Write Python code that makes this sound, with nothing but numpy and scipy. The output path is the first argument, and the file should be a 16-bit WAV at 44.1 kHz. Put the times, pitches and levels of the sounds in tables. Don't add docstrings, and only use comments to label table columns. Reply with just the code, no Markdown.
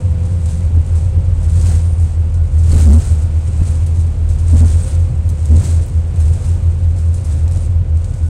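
import sys
import numpy as np
from scipy import signal
from scipy.fft import rfft, irfft
from scipy.io import wavfile
from scipy.ndimage import uniform_filter1d

SR = 44100
rng = np.random.default_rng(int(sys.argv[2]) if len(sys.argv) > 2 else 0)


def digitize_waveform(pressure):
    field = np.atleast_2d(pressure).T
    bounded = np.clip(field, -1, 1)
    quanta = np.round(bounded * 32767).astype(np.int16)
    wavfile.write(sys.argv[1], SR, quanta)


N = 365588
T = np.arange(N) / SR

# t/s, firing rate/Hz, load gain/dB
ENGINE_RUN = [(0, 43.1, -9), (.6, 43.51, -6), (1.1, 46.38, 4.5), (1.6, 47.1, 3), (1.9, 46.17, 0),
              (2.25, 41.38, -1.5), (3.0, 39.58, 1.5), (3.4, 40.06, -3), (3.9, 42.19, -3), (4.5, 42.41, 4),
              (5.0, 43.49, -1.5), (5.9, 43.81, -5), (6.6, 44.33, 0), (7.4, 45.11, -5), (7.85, 42.24, 2.5),
              (8.29, 40.48, -1.5)]
# multiple of the firing rate, level/dB
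ENGINE_ORDERS = [(1, -23.5), (2, -23), (3, -41), (4, -46)]
# t/s, level/dB
BOOM_TREND = [(0, -12.5), (.6, -13), (1.05, -13), (1.35, -13.5), (1.65, -9.5), (1.95, -12.5), (2.4, -11.5),
              (2.62, -8), (2.8, -11.5), (3.35, -10.5), (3.5, -12), (4.3, -14), (4.7, -12), (5.15, -15),
              (5.6, -13), (6.1, -15), (7.5, -14), (8.29, -15)]
# t/s, amplitude ratio/1
BEAT_DEPTH = [(4.6, 0.01), (4.85, 0.64), (5.65, 0.36), (5.9, 0.85), (6.4, 0.88), (6.65, 0.02)]
# peak t/s, level/dB
BOOM_SURGES = [(.12, -13), (0.769, -9), (1.55, -6), (3.358, -8), (4.76, -12.5), (6.21, -10), (6.33, -12),
               (6.53, -18), (6.67, -2.5), (6.87, -7), (7.09, -8), (7.73, -10.5), (7.97, -14), (8.25, -6.5)]
# peak t/s, level/dB, rise time constant/s
JOLTS = [(.27, -50.5, 0.041), (.51, -39.5, 0.055), (.97, -42.5, 0.078), (1.69, -33, 0.16),
         (2.04, -44, 0.036), (2.8, -29.5, 0.12), (2.92, -32.5, 0.11), (3.06, -36.5, 0.087),
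         (3.47, -44.5, 0.13), (3.68, -38, 0.12), (3.99, -44.5, 0.097), (4.31, -44, .025),
         (4.57, -33, 0.078), (4.7, -36.5, 0.078), (4.87, -36, 0.084), (5.654, -32.5, 0.15),
         (5.93, -48, 0.036), (6.23, -41.5, 0.068), (6.46, -40, 0.15), (6.97, -44, 0.037),
         (7.17, -45.5, 0.054), (7.3, -40, 0.035), (7.56, -41.5, .03), (8.16, -49.5, 0.072)]
# t/s, level/dB
TREMOR = [(0, -48.5), (1.2, -54.5), (4.2, -52.5), (5.35, -53.5), (6.8, -51.5), (7.6, -55), (7.78, -65),
          (8.0, -50)]
# t/s, relative level/dB
ROAD_TREND = [(0, -43.5), (1.6, -43), (2.3, -44.5), (3.6, -43), (6.0, -44), (6.4, -42.5), (7.05, -45),
              (7.55, -43), (7.9, -45.5)]
# f/Hz, density/dB
ROAD_SPECTRUM = [(12, -3), (25, 4), (40, -0.5), (62, 7.5), (105, 8), (150, 1.5), (200, -10), (300, -14.5),
                 (450, -18.5), (650, -22.5), (1000, -28), (1800, -36.5), (2400, -35.5), (3500, -41.5),
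                 (16000, -58)]
# t/s, f/Hz, relative level/dB
DRIVELINE_WHINE = [(0, 507, -38), (.7, 521.3, -44.5), (1.6, 513, -44), (2.4, 513.9, -49.5),
                   (3.4, 514, -46.5), (4.2, 512, -51.5), (4.9, 524.3, -42.5), (6, 509.5, -46),
                   (7.3, 530, -44.5), (8.29, 517.7, -47.5)]
# t/s, f/Hz, relative level/dB
GEAR_TONE = [(0, 1480, -73), (2.1, 1487, -71.5), (2.4, 1464, -59), (3.4, 1474, -62), (4, 1477, -68.5),
             (7.95, 1487, -67), (8.1, 1480, -55.5), (8.29, 1476, -55)]
# t/s, f/Hz, relative level/dB
PANEL_HUM = [(0, 172, -35), (.3, 172, -29), (.65, 171, -31.5), (.95, 170, -63), (1.4, 171, -40),
             (1.85, 171, -27), (2.2, 168, -66)]
# f/Hz, gain/dB
TRIM_RESPONSE = [(400, -28), (1200, -14), (2500, -8), (3300, -7), (4200, -4), (5400, -4.5), (6500, 0),
                 (7600, 3), (8700, 5.5), (9500, -5.5), (10400, -8), (11300, -16), (13000, -27.5),
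                 (15800, -32)]
# f/Hz, bandwidth/Hz, gain/dB
FRAME_MODES = [(2440, 31, -9), (4090, 25, -5), (5240, 31, -5), (5930, 30, -9), (6300, 27, 1.5),
               (6570, 16, -9.5), (7240, 24, -4), (7200, 33, -11), (7450, 12, -14), (7830, 26, 3),
               (8740, 30, -13), (8730, 64, -1), (9160, 17, 3), (9400, 35, -0.5), (9780, 45, -11.5),
               (10140, 75, -7), (10650, 32, -16), (11600, 35, -15)]
# t/s, relative level/dB
KNOCKS = [(.251, -30.5), (.403, -32), (.456, -28.5), (.503, -28), (0.862, -33), (.954, -29), (1.365, -42),
          (1.43, -29.5), (1.497, -26.5), (1.997, -28.5), (2.339, -29), (2.585, -31), (2.67, -42),
          (2.717, -19), (2.999, -31), (3.219, -26), (3.7, -26), (3.863, -27), (3.945, -31), (3.999, -31),
          (4.289, -29), (4.387, -27), (4.535, -31), (4.657, -22), (5.291, -31), (6.2, -25.5),
          (6.275, -26.5), (6.334, -25), (6.441, -23.5), (6.983, -29), (7.141, -24.5), (7.244, -24.5),
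          (7.509, -24)]
# t/s, relative level/dB, edge relative to the tap/dB
TICKS = [(0.458, -29.5, -23), (3.867, -31, -11), (4.482, -28, -21), (4.511, -37, -15), (4.819, -41, -2),
         (5.291, -30, -8), (5.299, -30.5, -6), (5.456, -26.5, -13), (5.85, -50, -13), (5.862, -37, 1),
         (5.884, -33, -7), (6.16, -31.5, -17), (7.479, -31, -21), (7.521, -33, -18), (7.571, -28.5, -17),
         (7.66, -32.5, -19), (7.972, -35.5, -18), (8.044, -29, -17), (8.139, -32.5, -21), (8.232, -39, -20)]
# f/Hz, gain/dB
EDGE_RESPONSE = [(3000, -26), (9000, -2), (12500, -1.5), (15800, -8)]
# t/s, duration/s, f/Hz, level/dB
SQUEAKS = [(1.679, 0.43, 9000, -50.5), (4.815, 0.035, 8480, -35), (4.818, 0.12, 9000, -45),
           (7.594, 0.038, 9170, -44)]
# f/Hz, gain/dB
PANEL_RESPONSE = [(200, -16), (700, -3), (1500, 5.5), (2700, -3.5), (4500, -3), (7000, -10.5),
                  (15800, -20.5)]
# t/s, duration/s, thud/dB, body heave/dB, kick to the boom/dB
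BUMPS = [(2.691, 0.095, -17.5, -11, -6.5), (2.856, 0.148, -26.5, -20, 2), (3.099, 0.046, -39, -24, -4.5),
         (3.582, 0.062, -22, -11, -8.5), (4.515, 0.06, -27, -16, -2.5), (4.591, 0.085, -24.5, -10.5, -2),
         (5.488, 0.126, -21.5, -20.5, -1.54)]


def undb(db):
    return 10 ** (np.asarray(db) / 20)


def unit(x):
    return x / np.sqrt(np.mean(x ** 2) + 1e-18)


def curve(table):
    times, *columns = np.transpose(table)
    return [np.interp(T, times, column) for column in columns]


def shaped(x, response):
    hz, db = np.transpose(response)
    bin_hz = np.maximum(np.arange(len(x) // 2 + 1) * SR / len(x), 1)
    gain = undb(np.interp(np.log(bin_hz), np.log(hz), db))
    return irfft(rfft(x) * gain, len(x))


def resonance(x, hz, width_hz):
    return signal.lfilter(*signal.iirpeak(hz, hz / width_hz, fs=SR), x)


def noise():
    return rng.standard_normal(N)


def walk(rate):
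    hold = max(int(SR / rate), 1)
    steps = np.repeat(rng.standard_normal(N // hold + 1), hold)
    return unit(uniform_filter1d(uniform_filter1d(steps, hold), hold)[:N])


def tone(hz):
    return np.sqrt(2) * np.sin(2 * np.pi * (np.cumsum(hz) / SR + rng.random()))


def swell(start, length):
    return np.sin(np.pi * np.clip((T - start) / length, 0, 1))


def contacts(per_s, scatter_db):
    impulses = (rng.random(N) < per_s / SR) * np.sign(noise())
    return unit(impulses * undb(scatter_db * np.clip(noise(), -2, 2)))


def cabin(force, t60, wet_db):
    retention = np.exp(-np.log(10 ** 6) / (t60 * SR))
    energy = signal.lfilter([1 - retention], [1, -retention], force ** 2)
    tail = np.sqrt(energy) * noise()
    wet = undb(wet_db)
    return (force + wet * tail) / np.hypot(1, wet)


def engine():
    firing_hz, load_db = curve(ENGINE_RUN)
    firing_hz = firing_hz * (1 + 0.0067 * walk(12))
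    return sum(tone(order * firing_hz) * undb(db + load_db + 2.2 * walk(11))
               for order, db in ENGINE_ORDERS)


def boom_level(beat_hz=3.9, lull_s=6.4, surge_s=0.1037):
    trend_db, = curve(BOOM_TREND)
    depth, = curve(BEAT_DEPTH)
    beat = 1 - 2 * depth / (1 + depth ** 2) * np.cos(2 * np.pi * beat_hz * (T - lull_s))
    throb = undb(trend_db + 1.5 * walk(20))
    surges = sum(undb(db) * swell(peak - surge_s / 2, surge_s) for peak, db in BOOM_SURGES)
    return 10 * np.log10(beat * throb ** 2 + surges ** 2)


def boom(mode_hz=80, sag_db_per_s=23.5):
    db = boom_level()
    firing_hz, _ = curve(ENGINE_RUN)
    centre_hz = mode_hz + .3 * (2 * firing_hz - mode_hz)
    kick = sum(np.sqrt(swell(start, length)) * undb(kick_db - sag_db_per_s * np.maximum(T - start, 0))
               for start, length, _, _, kick_db in BUMPS)
    wander_hz = np.minimum(2.9 * undb(-db - 10), 12) + 1.48 * kick
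    swing_db = np.minimum(db - .7 + 2.0 * walk(55), -8.5)
    return tone(centre_hz + wander_hz * walk(60)) * np.hypot(undb(swing_db), kick)


def shaking(settle_s=0.13):
    tremor_db, = curve(TREMOR)
    power = undb(tremor_db) ** 2
    for peak, db, rise_s in JOLTS:
        envelope = np.exp(-np.maximum((peak - T) / rise_s, (T - peak) / settle_s))
        power += (undb(db) * envelope) ** 2
    return 10 * np.log10(power)


def tyre_roar(shake_db):
    low_pass = signal.butter(2, 350, fs=SR, output="sos")
    band_pass = signal.butter(2, [350, 10000], "band", fs=SR, output="sos")
    low = signal.sosfilt(low_pass, unit(shaped(noise(), ROAD_SPECTRUM)))
    high = signal.sosfilt(band_pass, unit(shaped(noise(), ROAD_SPECTRUM)))
    smooth_db, = curve(ROAD_TREND)
    db = 20 * np.log10(np.hypot(undb(smooth_db), undb(shake_db - 6.5)))
    usual_db = np.median(db)
    low *= undb(0.75 * (db - usual_db) + 0.56 * walk(22))
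    high *= undb(1.1 * (db - usual_db) + 0.4 * walk(25))
    return undb(usual_db + 21.5) * (low + high)


def machine_tone(table, wander, flutter_db):
    hz, db = curve(table)
    return tone(hz * (1 + wander * walk(60))) * undb(db - 2.0 + flutter_db * walk(28))


def fittings(force, ring_db):
    ring = sum(undb(db) * resonance(force, hz, width) for hz, width, db in FRAME_MODES)
    return shaped(force, TRIM_RESPONSE) + undb(ring_db) * ring


def rattles(shake_db, chatter_s=0.019):
    buzz_force = contacts(1400, scatter_db=3.0) * undb(shake_db + 2.2 + 1.1 * walk(55))
    buzz = cabin(buzz_force, t60=.09, wet_db=-1.5)
    knocks = np.zeros(N)
    for onset, db in KNOCKS:
        start = int(onset * SR)
        knocks[start:] += undb(db - 11.5) * np.exp(-T[:N - start] / chatter_s)
    chatter = cabin(knocks * contacts(2500, scatter_db=3.5), t60=.2, wet_db=-5.0)
    return fittings(buzz, ring_db=-3) + fittings(chatter, ring_db=11)


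def ticks(decay_s=0.0031):
    taps, edges = np.zeros((2, N))
    for onset, db, edge_db in TICKS:
        start = int(onset * SR)
        tap = undb(db + 1.0) * np.exp(-T[:N - start] / decay_s)
        taps[start:] += tap
        edges[start:] += tap * undb(edge_db + 1.0)
    sharp = shaped(cabin(edges * noise(), t60=.1, wet_db=-8), EDGE_RESPONSE)
    force = cabin(taps * noise(), t60=0.11, wet_db=-4.0)
    return fittings(force, ring_db=-14) + sharp


def squeaks(width_hz=260):
    sound = np.zeros(N)
    for start, length, hz, db in SQUEAKS:
        band = resonance(resonance(noise(), hz, width_hz), hz, width_hz)
        sound += swell(start, length) * undb(db) * unit(band)
    return sound


def rattle_edge(shake_db):
    force = contacts(1400, scatter_db=3.0) * undb(-40.5 + 1.6 * (shake_db - shake_db.max()))
    return shaped(cabin(force, t60=.08, wet_db=-1.5), EDGE_RESPONSE)


def panel_clatter(shake_db):
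    force = contacts(260, scatter_db=3.0) * undb(-35.0 + 0.91 * (shake_db - shake_db.max()))
    return shaped(cabin(force, t60=.1, wet_db=4.0), PANEL_RESPONSE)


def bumps():
    floor_response = [(50, -16), (130, 5.5), (260, -12.5), (450, -22.5),
                      (900, -30.0), (2500, -39), (16000, -95)]
    thud = unit(shaped(noise(), floor_response))
    heave = unit(resonance(resonance(noise(), hz=26.3, width_hz=22), hz=27.8, width_hz=28))
    return sum(swell(start, length) * (undb(thud_db) * thud + undb(heave_db) * heave)
               for start, length, thud_db, heave_db, _ in BUMPS)


def pole_clink(start_s=2.717, hz=4400, peak_db=-30, t60=.045):
    age = np.maximum(T - start_s, 0)
    return undb(peak_db - 60 * age / t60) * np.sin(2 * np.pi * hz * age)


def scene():
    shake_db = shaking()
    driveline = machine_tone(DRIVELINE_WHINE, wander=0.01214, flutter_db=1.9)
    driveline += machine_tone(GEAR_TONE, wander=.003, flutter_db=2.5)
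    rumble = engine() + boom() + tyre_roar(shake_db) + bumps()
    hum = machine_tone(PANEL_HUM, wander=0.012, flutter_db=-3.0)
    rattling = rattles(shake_db) + rattle_edge(shake_db) + panel_clatter(shake_db)
    return (rumble + hum + driveline + rattling + ticks() + squeaks() + pole_clink())[None]


def record(dry, ceiling=.708, fade_s=.004, cutoff_hz=15800):
    clipped = dry / (1 + np.abs(dry / ceiling) ** 30) ** (1 / 30)
    from_ends_s = np.minimum(T, T[-1] - T)
    fade = np.sin(np.pi / 2 * np.minimum(from_ends_s / fade_s, 1)) ** 2
    low_pass = signal.ellip(10, .1, 80, cutoff_hz, fs=SR, output="sos")
    return signal.sosfilt(low_pass, clipped * fade)


dry = scene()
out = record(dry)
digitize_waveform(out)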